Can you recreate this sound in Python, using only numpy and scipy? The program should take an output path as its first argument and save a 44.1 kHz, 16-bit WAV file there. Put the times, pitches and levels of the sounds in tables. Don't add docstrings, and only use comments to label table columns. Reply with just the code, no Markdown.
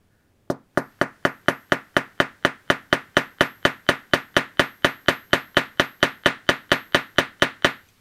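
import sys
import numpy as np
from scipy import signal
from scipy.fft import rfft, irfft
from scipy.io import wavfile
from scipy.ndimage import uniform_filter1d, minimum_filter1d

SR = 44100
rng = np.random.default_rng(int(sys.argv[2]) if len(sys.argv) > 2 else 0)


def volts_from_decibels(level):
    exponent = np.asarray(level, float) / 20
    return 10 ** exponent


def output_pcm(signal):
    pcm = np.clip(np.atleast_2d(signal).T, -1, 1) * 32767
    wavfile.write(sys.argv[1], SR, np.round(pcm).astype(np.int16))


N = 352912

# [t/s, blow level/dB, short steel ring level/dB, long steel ring
# level/dB]
HAMMER_BLOWS = [(0.5004, -5.5, -70, -110), (0.7739, -4.5, -55.5, -74), (1.0136, -5.5, -58, -99),
                (1.2512, -5.5, -56.5, -72), (1.4836, -5, -48.5, -68), (1.7208, -5.5, -58, -76),
                (1.9664, -5.5, -54.5, -77.5), (2.2014, -5.5, -84, -88), (2.4496, -6, -56.5, -99),
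                (2.7012, -5, -53, -75), (2.9276, -5, -67, -76),
                (3.1686, -3.5, -68, -69), (3.4085, -3.5, -47, -63.5), (3.6517, -4, -62, -69.5),
                 (3.8894, -3.5, -49.5, -71), (4.1353, -4.5, -57, -67.5), (4.3662, -3, -47, -74),
                 (4.5949, -3, -50, -63.5), (4.8458, -3.5, -50, -63), (5.084, -3.5, -56, -61.5),
                 (5.3318, -3.5, -54, -63), (5.5692, -3, -55, -68), (5.797, -5.5, -58, -63),
                 (6.0286, -3, -68, -67), (6.2594, -2.5, -52, -88), (6.4906, -4, -57, -69.5),
                 (6.717, -3, -51.5, -62.5), (6.9461, -3, -63, -67), (7.184, -4, -53, -77),
                 (7.4216, -3.5, -50, -80), (7.646, -3, -59, -68)]
BLOWS = HAMMER_BLOWS
START_S = BLOWS[0][0]

# [f/Hz, level/dB, T60/s, sign of first swing]
BLOCK_MODES = [(799, 6.7, .003, 1), (1600, 6.7, .005, 1), (2029, 5.5, .006, -1), (2871, .9, .018, 1),
               (3857, 19.8, .003, -1)]
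# [delay/ms, level/dB, sign]
NEAR_ECHOES = [(4.165, -15, 1), (5.78, -17.5, 1), (7.14, -21, -1), (12.58, -19, 1), (16.9, -21, -1),
               (21.8, -22, -1), (24.0, -23, 1)]
# [f/Hz, level/dB, T60/s, signed first swing]
BENCH_MODES = [(175.7, -13.5, 0.035, 0.98), (373.4, -10, 0.054, -1), (592, -4, 0.028, -0.99),
               (1201, -4, 0.026, 0.92), (1406, -4.5, 0.024, 1), (1688, -7, 0.018, 0.97),
               (1846, -13.5, 0.055, 0.85), (2410, -15, .02, -0.62), (3044, -5.5, 0.067, -0.97)]
# [f/Hz, level/dB]
FRAME_PANEL_MODES = [(135, -31), (232, -26), (270, -22), (374, -25), (480, -27), (545, -26), (600, -21.5),
                     (700, -26.5), (780, -40), (865, -36), (1035, -28), (1222, -25.5), (1449, -27), (1570, -58.5),
                     (1713, -29.5), (1845, -29), (1918, -32), (2040, -41), (2310, -45), (2480, -22), (2650, -22),
               (3330, -21), (3760, -13), (4030, -5), (4600, 3), (5880, 19.5)]
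# [f/Hz, T60/s]
FRAME_T60 = [(130, 0.22), (300, 0.15), (600, .11), (1400, 0.19), (1900, 0.24), (2500, .13), (4000, .06),
             (6000, .035)]
# [f/Hz, level/dB]
ROOM_SPECTRUM = [(60, -19), (260, 9), (800, 8.5), (1500, 14), (2200, 16), (3000, 13), (4200, 19),
                 (6500, 3.5)]
# [f/Hz, T60/s]
ROOM_T60 = [(100, 0.64), (300, 0.24), (700, 0.28), (1200, 0.35), (1750, 0.47), (2400, 0.31), (3300, 0.41),
            (5000, 0.39)]
# [f/Hz, level/dB, T60/s]
CRACK_MODES = [(4073, 14, 0.026), (4518, 22, 0.021), (5853, 18, 0.02), (7100, 5, 0.0033)]
# [f/Hz, level/dB]
RATTLE_SPECTRUM = [(2500, -20), (4000, 1), (6200, 2), (7500, -5.5), (9400, -1), (10300, -13.5), (14000, -8),
                   (16000, -21)]
# [f/Hz, level/dB]
SETTLE_SPECTRUM = [(2000, -10), (3500, -5.5), (4600, -2), (6500, -8.5), (10000, -15.5), (16000, -25.5)]
# [f/Hz, T60/s]
HAMMER_MODES = [(11203, .075), (12548, .9)]
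# [t/s, level/dB, f/Hz]
TICKS = [
    (7.888, -49, 6200),
]
# [f/Hz, level/dB per Hz]
HUM_SPECTRUM = [(15, -13), (60, -13.5), (85, -9.5), (102, -3.5), (122, -12), (370, -17.5), (900, -28),
                (4000, -45)]
# [f/Hz, level/dB per Hz]
DRONE_SPECTRUM = [(60, -29.5), (130, -2), (260, -2), (500, -7), (1000, -10), (1700, -6.5), (3000, -35)]
# [f/Hz, level/dB]
SCUFF_SPECTRUM = [(1100, -23), (1450, 0), (1800, 0), (2100, -25)]
# [f/Hz, level/dB per Hz]
HISS_SPECTRUM = [(500, -20), (1000, 2), (2000, 3), (3300, 0), (6500, -5), (10500, -8), (14500, -10),
                 (16000, -14)]

HARD_MS, SEATING_MS, SEATING_S, FLATTENING_MS, FLATTENING_S = 0.086, 0.12, 0.25, 0.045, 2.52
SHAKE_DB, SOFT_SHAKE_DB, SHAKE_S = -17.5, -12, 1.32
OPEN_AT_S, OPEN_S, CREEP_S = 0.75, 0.069, 1.1
HUM_DB, HUM_OPEN_DB = -63.5, 1
DRONE_DB, DRONE_EARLY_DB, CALM_AT_S = -62, -6, 7.85
HISS_DB, HISS_OPEN_DB, HISS_CREEP_DB = -78, 9.5, 2.5
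SCUFF_S, SCUFF_LONG_S, SCUFF_DB = 0.18, 0.14, -72
RUSTLE_S, RUSTLE_LONG_S, RUSTLE_DB = 7.89, 0.032, -68


def blows(thump_hz=85, thump_db=10, thump_t60=0.021, trim_db=7, edge_db=-33):
    lead = 28
    t = np.arange(SR // 2) / SR
    ms = (np.arange(64) - lead) * 1000 / SR
    out, body = np.zeros(N), response(t)
    trim = volts_from_decibels(-trim_db * (t / .2) ** 3)
    edge = bell(ms, HARD_MS)
    for s, db, *_ in BLOWS:
        seating = SEATING_MS * fading(s, SEATING_S)
        flattening = FLATTENING_MS * fading(s, FLATTENING_S)
        force = bell(ms, HARD_MS + seating + flattening) + volts_from_decibels(edge_db) * edge
        stray = volts_from_decibels(-26.5) * tail(t)
        add(out, s - lead / SR, signal.oaconvolve(volts_from_decibels(db + 5) * force, trim * (body + stray)))
        thump = ring([(thump_hz, shake(s, db) + thump_db, thump_t60)], t)
        add(out, s, thump)
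    return out


def bell(ms, width_ms):
    pulse = np.exp(-.5 * (ms / width_ms) ** 2)
    return pulse / pulse.sum()


def response(t, tail_db=-10, build_ms=6):
    taps = np.zeros(len(t))
    for ms, db, sign in [(0, 0, 1)] + NEAR_ECHOES:
        taps[round((ms + .13) * SR / 1000)] = sign * volts_from_decibels(db)
    knock = signal.fftconvolve(taps, ring(BLOCK_MODES, t))[:len(t)]
    frame_modes = [(hz, db, read(FRAME_T60, hz)) for hz, db in FRAME_PANEL_MODES]
    frame = gathering(t, build_ms) * ring(frame_modes, t)
    return knock + ring(BENCH_MODES, t) + frame + volts_from_decibels(tail_db) * tail(t)


def tail(t, build_ms=5, near_share=0.63, near_s=0.045):
    noise = coloured(rng.standard_normal(len(t)), ROOM_SPECTRUM)
    hz, frame_s, z = signal.stft(noise, SR, nperseg=256)
    decay = volts_from_decibels(-60 * frame_s / read(ROOM_T60, hz)[:, None])
    noise = signal.istft(z * decay, SR, nperseg=256)[1][:len(t)]
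    thinning = 1 - near_share + near_share * np.exp(-t / near_s)
    return gathering(t, build_ms) * thinning * noise


def rattle(rise_ms=6.26, fast_t60=0.055, slow_t60=0.19, slow_db=-13, light_db=5, heavy_db=7, lumps_db=1.0):
    t = np.arange(SR // 4) / SR
    fast, slow, cracks = np.zeros((3, N))
    rise = 1 - np.exp(-1000 * t / rise_ms)
    spots = rng.standard_normal((len(BLOWS), len(CRACK_MODES)))
    for (s, blow_db, *_), spot in zip(BLOWS, spots):
        shake_db = shake(s, blow_db)
        heavy = heavy_db * fading(s, SEATING_S)
        light = light_db * fading(s, SHAKE_S)
        add(fast, s, rise * volts_from_decibels(shake_db + 1.0 + light - 60 * t / fast_t60))
        add(slow, s, rise * volts_from_decibels(shake_db + slow_db - heavy - 60 * t / slow_t60))
        crack_db = shake_db - 20 - heavy
        modes = [(hz, crack_db + db + 3 * k, t60) for (hz, db, t60), k in zip(CRACK_MODES, spot)]
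        add(cracks, s, ring(modes, t))
    lumps = volts_from_decibels(lumps_db * evened(uniform_filter1d(rng.standard_normal(N), 60)))
    light_noise, heavy_noise = lumps * rng.standard_normal((2, N))
    chatter = fast * coloured(light_noise, RATTLE_SPECTRUM)
    return cracks + chatter + slow * coloured(heavy_noise, SETTLE_SPECTRUM)


def hammer_head():
    out, t = np.zeros(N), np.arange(N) / SR
    ends = [row[0] for row in BLOWS[1:]] + [N / SR]
    for (s, *_, short_db, long_db), end in zip(BLOWS, ends):
        modes = [(hz, db + 15.5, t60) for (hz, t60), db in zip(HAMMER_MODES, (short_db, long_db))]
        add(out, s, ring(modes, t[:round((end - s) * SR)]))
    return out


def ticks():
    out, t = np.zeros(N), np.arange(2000) / SR
    for s, db, hz in TICKS:
        modes = [(hz, db - 2, .02), (hz * 1.29, db - 7, .015), (hz * .53, db - 6, .03), (hz * .4, db - 5, .03)]
        add(out, s, ring(modes, t))
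    return out


def background():
    t = np.arange(N) / SR
    opened = .5 + .5 * np.tanh((t - OPEN_AT_S) / OPEN_S)
    early = fading(t, CREEP_S)
    shaken = opened * (.5 - .5 * np.tanh((t - CALM_AT_S) / OPEN_S))
    layers = [
        (volts_from_decibels(HUM_DB + HUM_OPEN_DB * opened), HUM_SPECTRUM),
        (shaken * volts_from_decibels(DRONE_DB + DRONE_EARLY_DB * early), DRONE_SPECTRUM),
        (volts_from_decibels(SCUFF_DB) * np.exp(-((t - SCUFF_S) / SCUFF_LONG_S) ** 2), SCUFF_SPECTRUM),
        (volts_from_decibels(RUSTLE_DB) * np.exp(-((t - RUSTLE_S) / RUSTLE_LONG_S) ** 2), SETTLE_SPECTRUM),
        (volts_from_decibels(HISS_DB + HISS_OPEN_DB * opened + HISS_CREEP_DB * (2 - early)), HISS_SPECTRUM)]
    return sum(level * coloured(rng.standard_normal(N), spectrum) for level, spectrum in layers)


def ring(modes, t):
    out = np.zeros(len(t))
    for hz, db, t60, *sign in modes:
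        out += np.prod(sign) * volts_from_decibels(db - 60 * t / t60) * np.sin(2 * np.pi * hz * t)
    return out


def gathering(t, build_ms):
    return 1 - np.exp(-(1000 * t / build_ms) ** 2)


def fading(s, span_s):
    return np.exp(-np.maximum(s - START_S, 0) / span_s)


def shake(s, db):
    return db + SHAKE_DB + SOFT_SHAKE_DB * fading(s, SHAKE_S)


def evened(x):
    return x / np.sqrt(np.mean(x ** 2) + 1e-20)


def read(points, hz):
    f, value = np.transpose(points)
    return np.interp(np.log(hz + 1), np.log(f + 1), value)


def coloured(x, spectrum):
    gain = volts_from_decibels(read(spectrum, np.fft.rfftfreq(len(x), 1 / SR)))
    return evened(irfft(rfft(x) * gain, len(x)))


def add(mix, s, sound):
    part = mix[round(s * SR):][:len(sound)]
    part += sound[:len(part)]


def scene(bass_hz=95):
    high_pass = signal.butter(2, bass_hz, "high", fs=SR, output="sos")
    knocks = signal.sosfilt(high_pass, blows())
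    return (knocks + rattle() + hammer_head() + ticks() + background())[None]


def pre_echo(x, near_db=-2, whistle_hz=3062, whistle_db=24, whistle_t60=0.043):
    leak_db, early_leak_db, leak_s = -40, -6, 2.0
    quiet = uniform_filter1d(abs(x), 256, origin=127) < .04
    front = x * np.roll(uniform_filter1d(1. * quiet, 40), 60)
    mids = signal.sosfilt(signal.butter(2, (300, 7000), "band", fs=SR, output="sos"), front)
    ghosts = np.roll(mids, -1024) + volts_from_decibels(near_db) * np.roll(mids, -512)
    r = volts_from_decibels(-60 / whistle_t60 / SR)
    poles = [1, -2 * r * np.cos(2 * np.pi * whistle_hz / SR), r * r]
    whistle = signal.lfilter([1 - r], poles, front[::-1])[::-1]
    wobble_db = 4 * evened(uniform_filter1d(rng.standard_normal(N), 600))
    leak = volts_from_decibels(leak_db + early_leak_db * fading(np.arange(N) / SR, leak_s))
    return leak * (volts_from_decibels(wobble_db) * ghosts + volts_from_decibels(whistle_db) * whistle)


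def limited(x, release_db_s=1200):
    fall = np.arange(N) * release_db_s / SR
    peak_db = -minimum_filter1d(-20 * np.log10(abs(x) + 1e-9), 9)
    held_db = np.maximum.accumulate(peak_db + fall) - fall
    over_db = np.maximum(held_db + .2, 0)
    return x / volts_from_decibels(uniform_filter1d(over_db, 9))


def top_cut(x):
    return signal.sosfilt(signal.butter(12, 16630, fs=SR, output="sos"), x)


def record(dry):
    x = dry[0]
    x = limited(x + pre_echo(x))
    low_pass = signal.firwin(255, 15800, window=("kaiser", 8), fs=SR)
    x = signal.oaconvolve(x, low_pass, "same")
    return top_cut(x[None])


dry = scene()
out = record(dry)
output_pcm(out)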